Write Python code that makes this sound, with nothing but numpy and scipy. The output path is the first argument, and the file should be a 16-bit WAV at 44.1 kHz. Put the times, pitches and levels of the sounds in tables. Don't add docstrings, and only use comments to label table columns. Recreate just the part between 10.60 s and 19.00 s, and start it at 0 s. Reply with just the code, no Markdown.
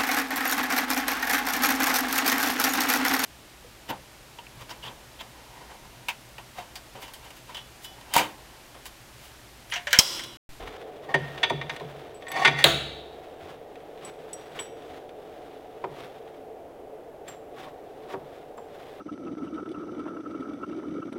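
import sys
import numpy as np
from scipy import signal
from scipy.fft import rfft, irfft
from scipy.io import wavfile
from scipy.ndimage import uniform_filter1d

SR = 44100
rng = np.random.default_rng(int(sys.argv[2]) if len(sys.argv) > 2 else 0)


def waveform_to_disk(signal):
    frames = np.transpose(np.atleast_2d(signal))
    scaled = np.clip(frames, -1, 1) * 32767
    samples = np.round(scaled).astype(np.int16)
    wavfile.write(sys.argv[1], SR, samples)


N = 370440
TIME = np.arange(N) / SR
AGE = np.arange(SR) / SR
SHORT = SR // 5
SOFT_CONTACT_HZ = 1220

# frequency in Hz, level in dB, base t60 in seconds.
SHEET_MODES = [(745, -15, .12), (921, -9.5, 0.17), (1111.5, -10.5, .12), (1470, -7.5, .13), (1844, 0, .12),
               (1882, -4, .08), (2085, -5.5, 0.1), (2245, -3.5, 0.1), (2396, -6.5, 0.14), (2700, -7, 0.065),
               (3370, -8, .11), (3460, -8, .11), (3684, -8.5, .09), (4490, -16, 0.1), (4740, -19.5, 0.21),
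               (5210, -22.5, 0.11), (6055, -15.5, .12), (6700, -26, 0.089), (8100, -27, .1),
               (9200, -25.5, .08), (10600, -30.5, .08)]
CABINET_MODES = [(128, -9.5, 0.41), (140.4, -2.5, .5), (150.7, -0.5, 0.34), (166, -8, .3), (242, -11.5, .3),
                 (333, -7, 0.23)]
FRAME_MODES = [(67, 0.5, 1.8), (93, 0.5, 1.2)]
# frequency in Hz, density in dB, base t60 in seconds.
SHEET_BANDS = [(300, -12, .1), (900, -1.5, .1), (2000, -1, 0.11), (3600, -3.5, 0.14), (5000, -14, .08),
               (9500, -20, .07), (15000, -26, .06)]
PAD_BANDS = [(120, -11.5, .25), (300, -5, 0.19), (597, -0.5, .12), (1100, -1, .07), (1598, -11, 0.062),
             (4000, -19.5, 0.068)]
TICK_BANDS = [(1000, -9, .02), (3010, -2.5, 0.023), (6060, -3.5, 0.017), (8800, 1, 0.044),
              (11400, -8.5, 0.021), (15000, -7.5, 0.023)]


def amp(db):
    return np.exp(np.asarray(db) * (np.log(10) / 20))


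def unit(x):
    return x / np.sqrt(np.mean(x ** 2))


def unit_hit(x):
    return x / np.sqrt(uniform_filter1d(x ** 2, 256).max())


def add(track, start_s, x):
    start = int(start_s * SR)
    track[start:start + len(x)] += x[:N - start]


def over_hz(points_hz, values, size):
    return np.interp(np.log(np.arange(size // 2 + 1) * SR / size + 1), np.log(points_hz), values)


def colour(x, spectrum):
    hz, db = np.transpose(spectrum)
    return unit(irfft(rfft(x) * amp(over_hz(hz, db, len(x))), len(x)))


def soften(x, hz):
    return signal.sosfilt(signal.butter(2, min(hz, .45 * SR), fs=SR, output="sos"), x)


def resonate(x, hz, width_hz):
    return signal.lfilter(*signal.iirpeak(min(hz, .45 * SR), hz / width_hz, fs=SR), x)


def drift(rate_hz):
    count = int(N / SR * rate_hz) + 2
    return unit(np.interp(TIME, np.linspace(0, N / SR, count), rng.standard_normal(count)))


def envelope(hz, t60_s, build_cycles, size):
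    age = AGE[:size]
    return (1 - np.exp(-age * hz / build_cycles)) * np.exp(-np.log(1000) * age / t60_s)


def ring(modes, t60_scale=1, build_cycles=1, scatter_db=1.5, detune=.004, size=SHORT):
    out = np.zeros(size)
    for hz, db, t60_s in modes:
        loud, sharp, phase = rng.standard_normal(3)
        tone = np.sin(2 * np.pi * (hz * (1 + detune * sharp) * AGE[:size] + phase))
        out += amp(db + scatter_db * loud) * tone * envelope(hz, t60_s * t60_scale, build_cycles, size)
    return unit_hit(out)


def dense(bands, t60_scale=1, build_cycles=1, size=SHORT):
    hz, db, t60_s = np.transpose(bands)
    spectrum = rfft(rng.standard_normal(size)) * amp(over_hz(hz, db, size))
    bins_hz = np.arange(len(spectrum)) * SR / size
    spectrum *= 1 - np.exp(-(bins_hz / hz[0]) ** 2)
    out = np.zeros(size)
    for share, band_hz, decay_s in zip(np.eye(len(hz)), hz, t60_s * t60_scale):
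        band = irfft(spectrum * over_hz(hz, share, size), size)
        out += band * envelope(band_hz, decay_s, build_cycles, size)
    return unit_hit(out)


def slips(per_s, spread_db):
    sizes = amp(spread_db * np.minimum(rng.exponential(size=N), 4))
    return unit((rng.random(N) < per_s / SR) * sizes * rng.standard_normal(N))


def fan(air_db=-45.5, waver_db=0.8):
    # frequency in Hz, density in dB.
    air_spectrum = [(25, -14), (50, -11), (120, -12), (210, -12.5), (330, -2.5), (450, 1), (740, -2),
                    (880, -10.5), (1050, -17), (1700, -22.5), (3400, -29.5), (4300, -35.5), (7000, -39.5),
                    (16000, -39.5)]
    # frequency in Hz, width in Hz, level in dB.
    housing = [(150, 15, -68.5), (275, 14, -64.5), (440.2, 55, -51), (585.8, 25, -59), (725, 110, -53.5)]
    air = amp(air_db) * colour(rng.standard_normal(N), air_spectrum)
    hum = np.zeros(N)
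    for hz, width_hz, db in housing:
        band = resonate(rng.standard_normal(N), hz, width_hz)
        hum += amp(db) * unit(resonate(band, hz, width_hz))
    return air + hum * amp(waver_db * drift(5))


def bumps():
    # start in seconds, level in dB, frequency in Hz, t60 in seconds.
    low_notes = [(0.0, -41.5, 41.6, 0.35), (0.0, -50.5, 78, 0.53), (2.82, -53, 86, 0.27),
                 (4.29, -56, 85.4, .3)]
    out = np.zeros(N)
    for start_s, db, hz, t60_s in low_notes:
        add(out, start_s, amp(db) * ring([(hz, 0, t60_s)], size=SR))
    return out


def fingers_moving():
    spans = [(0, 5.85), (6.9, 7.6)]
    moving = sum(1. * ((TIME >= start_s) & (TIME < end_s)) for start_s, end_s in spans)
    return uniform_filter1d(moving, size=4096)


def slides(flutter_db=1.6, hiss_db=-19.5, fidget_db=-58.5, fidget_spread_db=3):
    # centre in seconds, half length in seconds, level in dB.
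    strokes = [(0.01, .18, -44), (0.698, 0.22, -47), (1.14, 0.023, -41.5), (1.36, 0.23, -52),
               (2.61, 0.19, -55), (2.876, 0.054, -47), (3.462, 0.04, -45), (3.773, 0.16, -51.5),
               (3.989, 0.042, -43.5), (4.334, 0.065, -49), (5.42, 0.069, -47), (6.709, 0.031, -46.5),
               (7.021, 0.042, -44.5), (7.52, 0.024, -42.5), (7.74, 0.097, -54.5), (8.25, 0.12, -51)]
    # frequency in Hz, density in dB.
    rub_spectrum = [(40, -8.5), (150, 8), (220, 1), (400, 8), (800, 4.5), (1100, 4.5), (1500, 2.5),
                    (1900, 1), (2600, -1.5), (3600, -1.5), (4300, -10), (6300, -19), (9000, -28.5),
                    (16000, -40.5)]
    hiss_spectrum = [(3000, -15.5), (5000, 0), (7000, -0.5), (10000, 1), (13000, 0), (16000, 0.5)]
    coarse_s = TIME[::100]
    power = sum(np.exp(-((coarse_s - mid_s) / half_s) ** 2) * amp(db) ** 2
                for mid_s, half_s, db in strokes)
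    fidget = fingers_moving() * amp(fidget_db + fidget_spread_db * drift(5))
    gain = np.sqrt(np.interp(TIME, coarse_s, power) + fidget ** 2)
    friction = slips(per_s=11000, spread_db=2.8) * amp(flutter_db * drift(60))
    return gain * (colour(friction, rub_spectrum) + amp(hiss_db) * colour(friction, hiss_spectrum))


def clack(db, focus_hz, boost_db, contact_hz, firm_db=-14.5):
    t60_scale = .7 * 2 ** ((db - firm_db) / 35)
    attack_s = .0035 * 2 ** ((db - firm_db) / 11.5)
    sheet = ring(SHEET_MODES, t60_scale) + amp(-3) * dense(SHEET_BANDS, t60_scale)
    hit = sheet + amp(-15) * dense(TICK_BANDS)
    hit += (amp(boost_db) - 1) * resonate(hit, focus_hz, width_hz=.088 * focus_hz)
    attack = 1 - np.exp(-AGE[:SHORT] / attack_s)
    return amp(db) * unit_hit(soften(hit, contact_hz) * attack)


def clacks():
    # start in seconds, level in dB, favoured pitch in Hz, its boost in dB, cut-off in Hz.
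    strikes = [(0.075, -40, 2200, 4, 7000), (0.541, -15.5, 1830, 13, 10500), (0.776, -36.5, 2900, 12, 8000),
               (0.8303, -15.5, 3450, 9, 5800), (0.897, -26.5, 3700, 3.5, 15000),
               (1.0126, -29.5, 2080, 5, 3500), (1.0948, -28, 2000, 3.5, 6070),
               (1.163, -37.5, 2996, 6, 15000), (1.198, -42, 4010, 8, 14000), (1.622, -42.5, 3400, 9, 7960),
               (1.667, -37.5, 1900, 10.5, 7000), (1.681, -36.5, 1900, 10, 9100),
               (1.716, -32.5, 13000, 24.5, 15000), (1.8475, -11, 2050, 7, 7100),
               (1.873, -16, 2250, 4, 8030), (1.987, -28, 2200, 1.5, 12000), (3.155, -47, 2680, 7, 7000),
               (3.989, -31.5, 3080, 15.5, 7000), (4.492, -49, 2520, 5, 9000), (5.24, -42, 2100, 4, 4000),
               (6.679, -43.5, 3400, 5, 12040)]
    out = np.zeros(N)
    for start_s, db, focus_hz, boost_db, contact_hz in strikes:
        add(out, start_s, clack(db, focus_hz, boost_db, contact_hz))
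    return out


def taps(per_s=1.8, db=-55, spread_db=3.5, spread_octaves=0.37):
    out, moving = np.zeros(N), fingers_moving()
    for when, loud, spot in rng.uniform(-1, 1, (int(per_s * N / SR), 3)):
        start_s = (1 + when) / 2 * TIME[-1]
        if moving[int(start_s * SR)] > .5:
            focus_hz = 3000 * 2 ** (spread_octaves * spot)
            add(out, start_s, clack(db + spread_db * loud, focus_hz, boost_db=5, contact_hz=8000))
    return out


def drag_gain(start_s, length_s, swell_db=23.5, fade_db=16.5):
    progress = (TIME - start_s) / length_s
    db = swell_db * np.minimum(progress, 0) - fade_db * np.maximum(progress - 1, 0)
    return amp(np.maximum(db, -200))


def scrape(lock_db=3, grit_db=-10, pad_db=-10, cabinet_db=-18.5):
    # start in seconds, length in seconds, squeal in dB, judder in dB.
    drags = [(0.492, 0.019, -43, -34.5), (1.773, .09, -27.5, -27), (1.991, .035, -27.5, -37.5),
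             (6.985, .08, -66, -47), (7.503, 0.04, -57, -43.5)]
    # frequency in Hz, level in dB, t60 in seconds.
    judder_modes = [(757, 1, 0.1), (807, -5.5, .05), (918, 0, .06), (1025, -6.5, .04), (1103, 0, 0.095)]
    squeal_gain, judder_gain = sum(amp([[squeal_db], [judder_db]]) * drag_gain(start_s, length_s)
                                   for start_s, length_s, squeal_db, judder_db in drags)
    force = slips(per_s=2100, spread_db=2.5)
    bodies = (ring(SHEET_MODES), dense(SHEET_BANDS), ring(judder_modes),
              soften(dense(PAD_BANDS), SOFT_CONTACT_HZ), ring(CABINET_MODES, size=SR))
    sheet, grit, low, pad, cabinet = (unit(signal.oaconvolve(force, body)[:N]) for body in bodies)
    locked = amp(lock_db) * resonate(sheet, 1850, 150)
    squeal = unit(sheet + locked) + amp(grit_db) * grit
    judder = low + amp(pad_db) * pad + amp(cabinet_db) * cabinet
    return squeal_gain * squeal + judder_gain * judder


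def thuds(frame_db=-17.5, boom_db_per_octave=-15.5):
    # start in seconds, level in dB, contact cut-off in Hz. The row at 2.061 s is the slammed clamp
    landings = [(0.543, -19, 1250), (0.832, -32.5, 1900), (0.9035, -21, 1180), (1.018, -41.5, 800),
                (1.207, -36.5, 870), (1.85, -26.5, 1400), (1.878, -26, 1040), (2.061, -23.5, 3000),
                (3.992, -36.5, 1700), (5.2395, -26.5, 1870), (7.535, -28, 1750), (7.978, -39.5, 2800)]
    # frequency in Hz, level in dB, base t60 in seconds.
    pad_modes = [(389, -5.5, 0.2), (494, -7.5, 0.12), (683, -2.5, .08), (937, 0.5, 0.077),
                 (1025, -3.5, .05)]
    out = np.zeros(N)
    for start_s, db, contact_hz in landings:
        pad = ring(pad_modes, t60_scale=.99, build_cycles=2.5)
        pad += dense(PAD_BANDS, t60_scale=.99, build_cycles=2.5)
        add(out, start_s, amp(db) * unit_hit(soften(pad, contact_hz)))
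        cabinet = ring(CABINET_MODES, t60_scale=1.1, build_cycles=3, size=SR)
        frame = amp(frame_db) * ring(FRAME_MODES, t60_scale=.77, size=SR)
        boom_db = db - 10.5 + boom_db_per_octave * np.log2(contact_hz / SOFT_CONTACT_HZ)
        add(out, start_s, amp(boom_db) * (cabinet + frame))
    return out


def clinks():
    # start in seconds, ring in dB, clamp index, t60 scale, cut-off in Hz, scratch in dB.
    touches = [(1.545, -54.5, 0, 0.83, 8150, -60), (1.683, -45, 0, .7, 12000, -55),
               (3.448, -42.5, 0, 0.69, 5000, -47), (3.731, -35.5, 0, 0.34, 4460, -41),
               (3.994, -35, 0, 0.79, 9000, -50), (6.681, -43.5, 1, 0.74, 10000, -50),
               (7.972, -58, 1, .7, 11000, -63)]
    # frequency in Hz, level in dB, base t60 in seconds.
    clamp_modes = [
        [(5740, -24, .45), (7910, -0.5, 0.18), (8010, -8, .12), (9415, -16.5, .25), (11150, -22, .15),
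         (13390, -16.5, .3)],
        [(5860, -22.5, 0.36), (7397, -8.5, .3), (7470, -1, .19), (13190, -8, .22), (15370, -11, .2)],
    ]
    out = np.zeros(N)
    for start_s, ring_db, clamp, t60_scale, contact_hz, scratch_db in touches:
        steel = ring(clamp_modes[clamp], t60_scale, build_cycles=12, scatter_db=2.5, detune=.001,
                     size=SR // 2)
        scratch = dense(TICK_BANDS, t60_scale=1.1, build_cycles=10)
        add(out, start_s, amp(ring_db) * unit_hit(soften(steel, contact_hz)))
        add(out, start_s, amp(scratch_db) * unit_hit(soften(scratch, 2 * contact_hz)))
    return out


def bang(frame_db=-39.5):
    clamp_slam = (2.0408, -5.5, -21, -16.3, -30)
    # frequency in Hz, level (bands: density) in dB, t60 in seconds.
    crack_bands = [(300, -11, 0.034), (600, 1.5, 0.051), (1500, -4.5, .03), (2700, -1, 0.035),
                   (3800, 6, 0.041), (5200, -15, .018), (9300, -11, 0.02), (12000, -17, .015),
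                   (15500, -16.5, .02)]
    bed_modes = [(339.3, -5, .32), (656, -3, 0.49), (685, -7, .4), (1140, -15, 0.5), (1260, -11, .29),
                 (1510, -12, .4), (1836, -14.5, .31), (2040, -7, .2), (2310, -15.5, 0.67),
                 (2708, -15.5, .45), (3180, -17, .6), (3300, -14, .49), (3513, -9, .4), (3693, -14.5, .72),
                 (3700, -11, .72), (3720, -6.5, 0.38), (3900, -14.5, .64), (3871, -14, .68),
                 (4177, -19, .5), (4721, -16, .17), (6700, -22.5, .44), (9100, -25.5, .43)]
    bed_bands = [(60.2, -14.5, .9), (199.5, -7, .5), (400, 1, .25), (655, 6, .2), (900, -7, .3),
                 (1400, 2, 0.34), (2600, -5, .25), (3400, -3.5, .23), (4110, 0, 0.24), (4750, -18.5, .28),
                 (5770, -21.5, .28), (6800, -9.5, .4), (7960, -27.5, .28), (9200, -17.5, .35),
                 (11040, -30, .26), (15200, -16, .24)]
    start_s, crack_db, ring_db, dense_db, boom_db = clamp_slam
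    out = np.zeros(N)
    add(out, start_s, amp(crack_db) * dense(crack_bands, build_cycles=2.5))
    add(out, start_s, amp(ring_db) * ring(bed_modes, detune=.0005, size=SR))
    add(out, start_s, amp(dense_db) * dense(bed_bands, build_cycles=1.5, size=SR))
    add(out, start_s, amp(boom_db) * ring(CABINET_MODES, t60_scale=1.8, build_cycles=3, size=SR))
    add(out, start_s, amp(frame_db) * ring(FRAME_MODES, size=SR))
    return out


def workshop_echo(x, build_s=0.012):
    # frequency in Hz, density in dB, t60 in seconds.
    room_bands = [(60, -3, 1), (250, 1, 0.86), (1000, 0, .62), (4010, 0, 0.79), (7000, -2, .62),
                  (15000, -3.5, .42)]
    walls = dense(room_bands, size=SR) * (1 - np.exp(-AGE / build_s))
    return signal.oaconvolve(x, walls / np.sqrt(np.sum(walls ** 2)))[:N]


def scene(handling_echo_db=-16.5, bang_echo_db=-11.5):
    handling = clacks() + taps() + thuds() + clinks() + scrape()
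    slam = bang()
    echo = workshop_echo(amp(handling_echo_db) * handling + amp(bang_echo_db) * slam)
    return (handling + slam + echo + bumps() + slides() + fan())[None]


def record(dry):
    return signal.sosfilt(signal.ellip(10, .2, 70, 15900, fs=SR, output="sos"), np.clip(dry, -1, 1))


dry = scene()
out = record(dry)
waveform_to_disk(out)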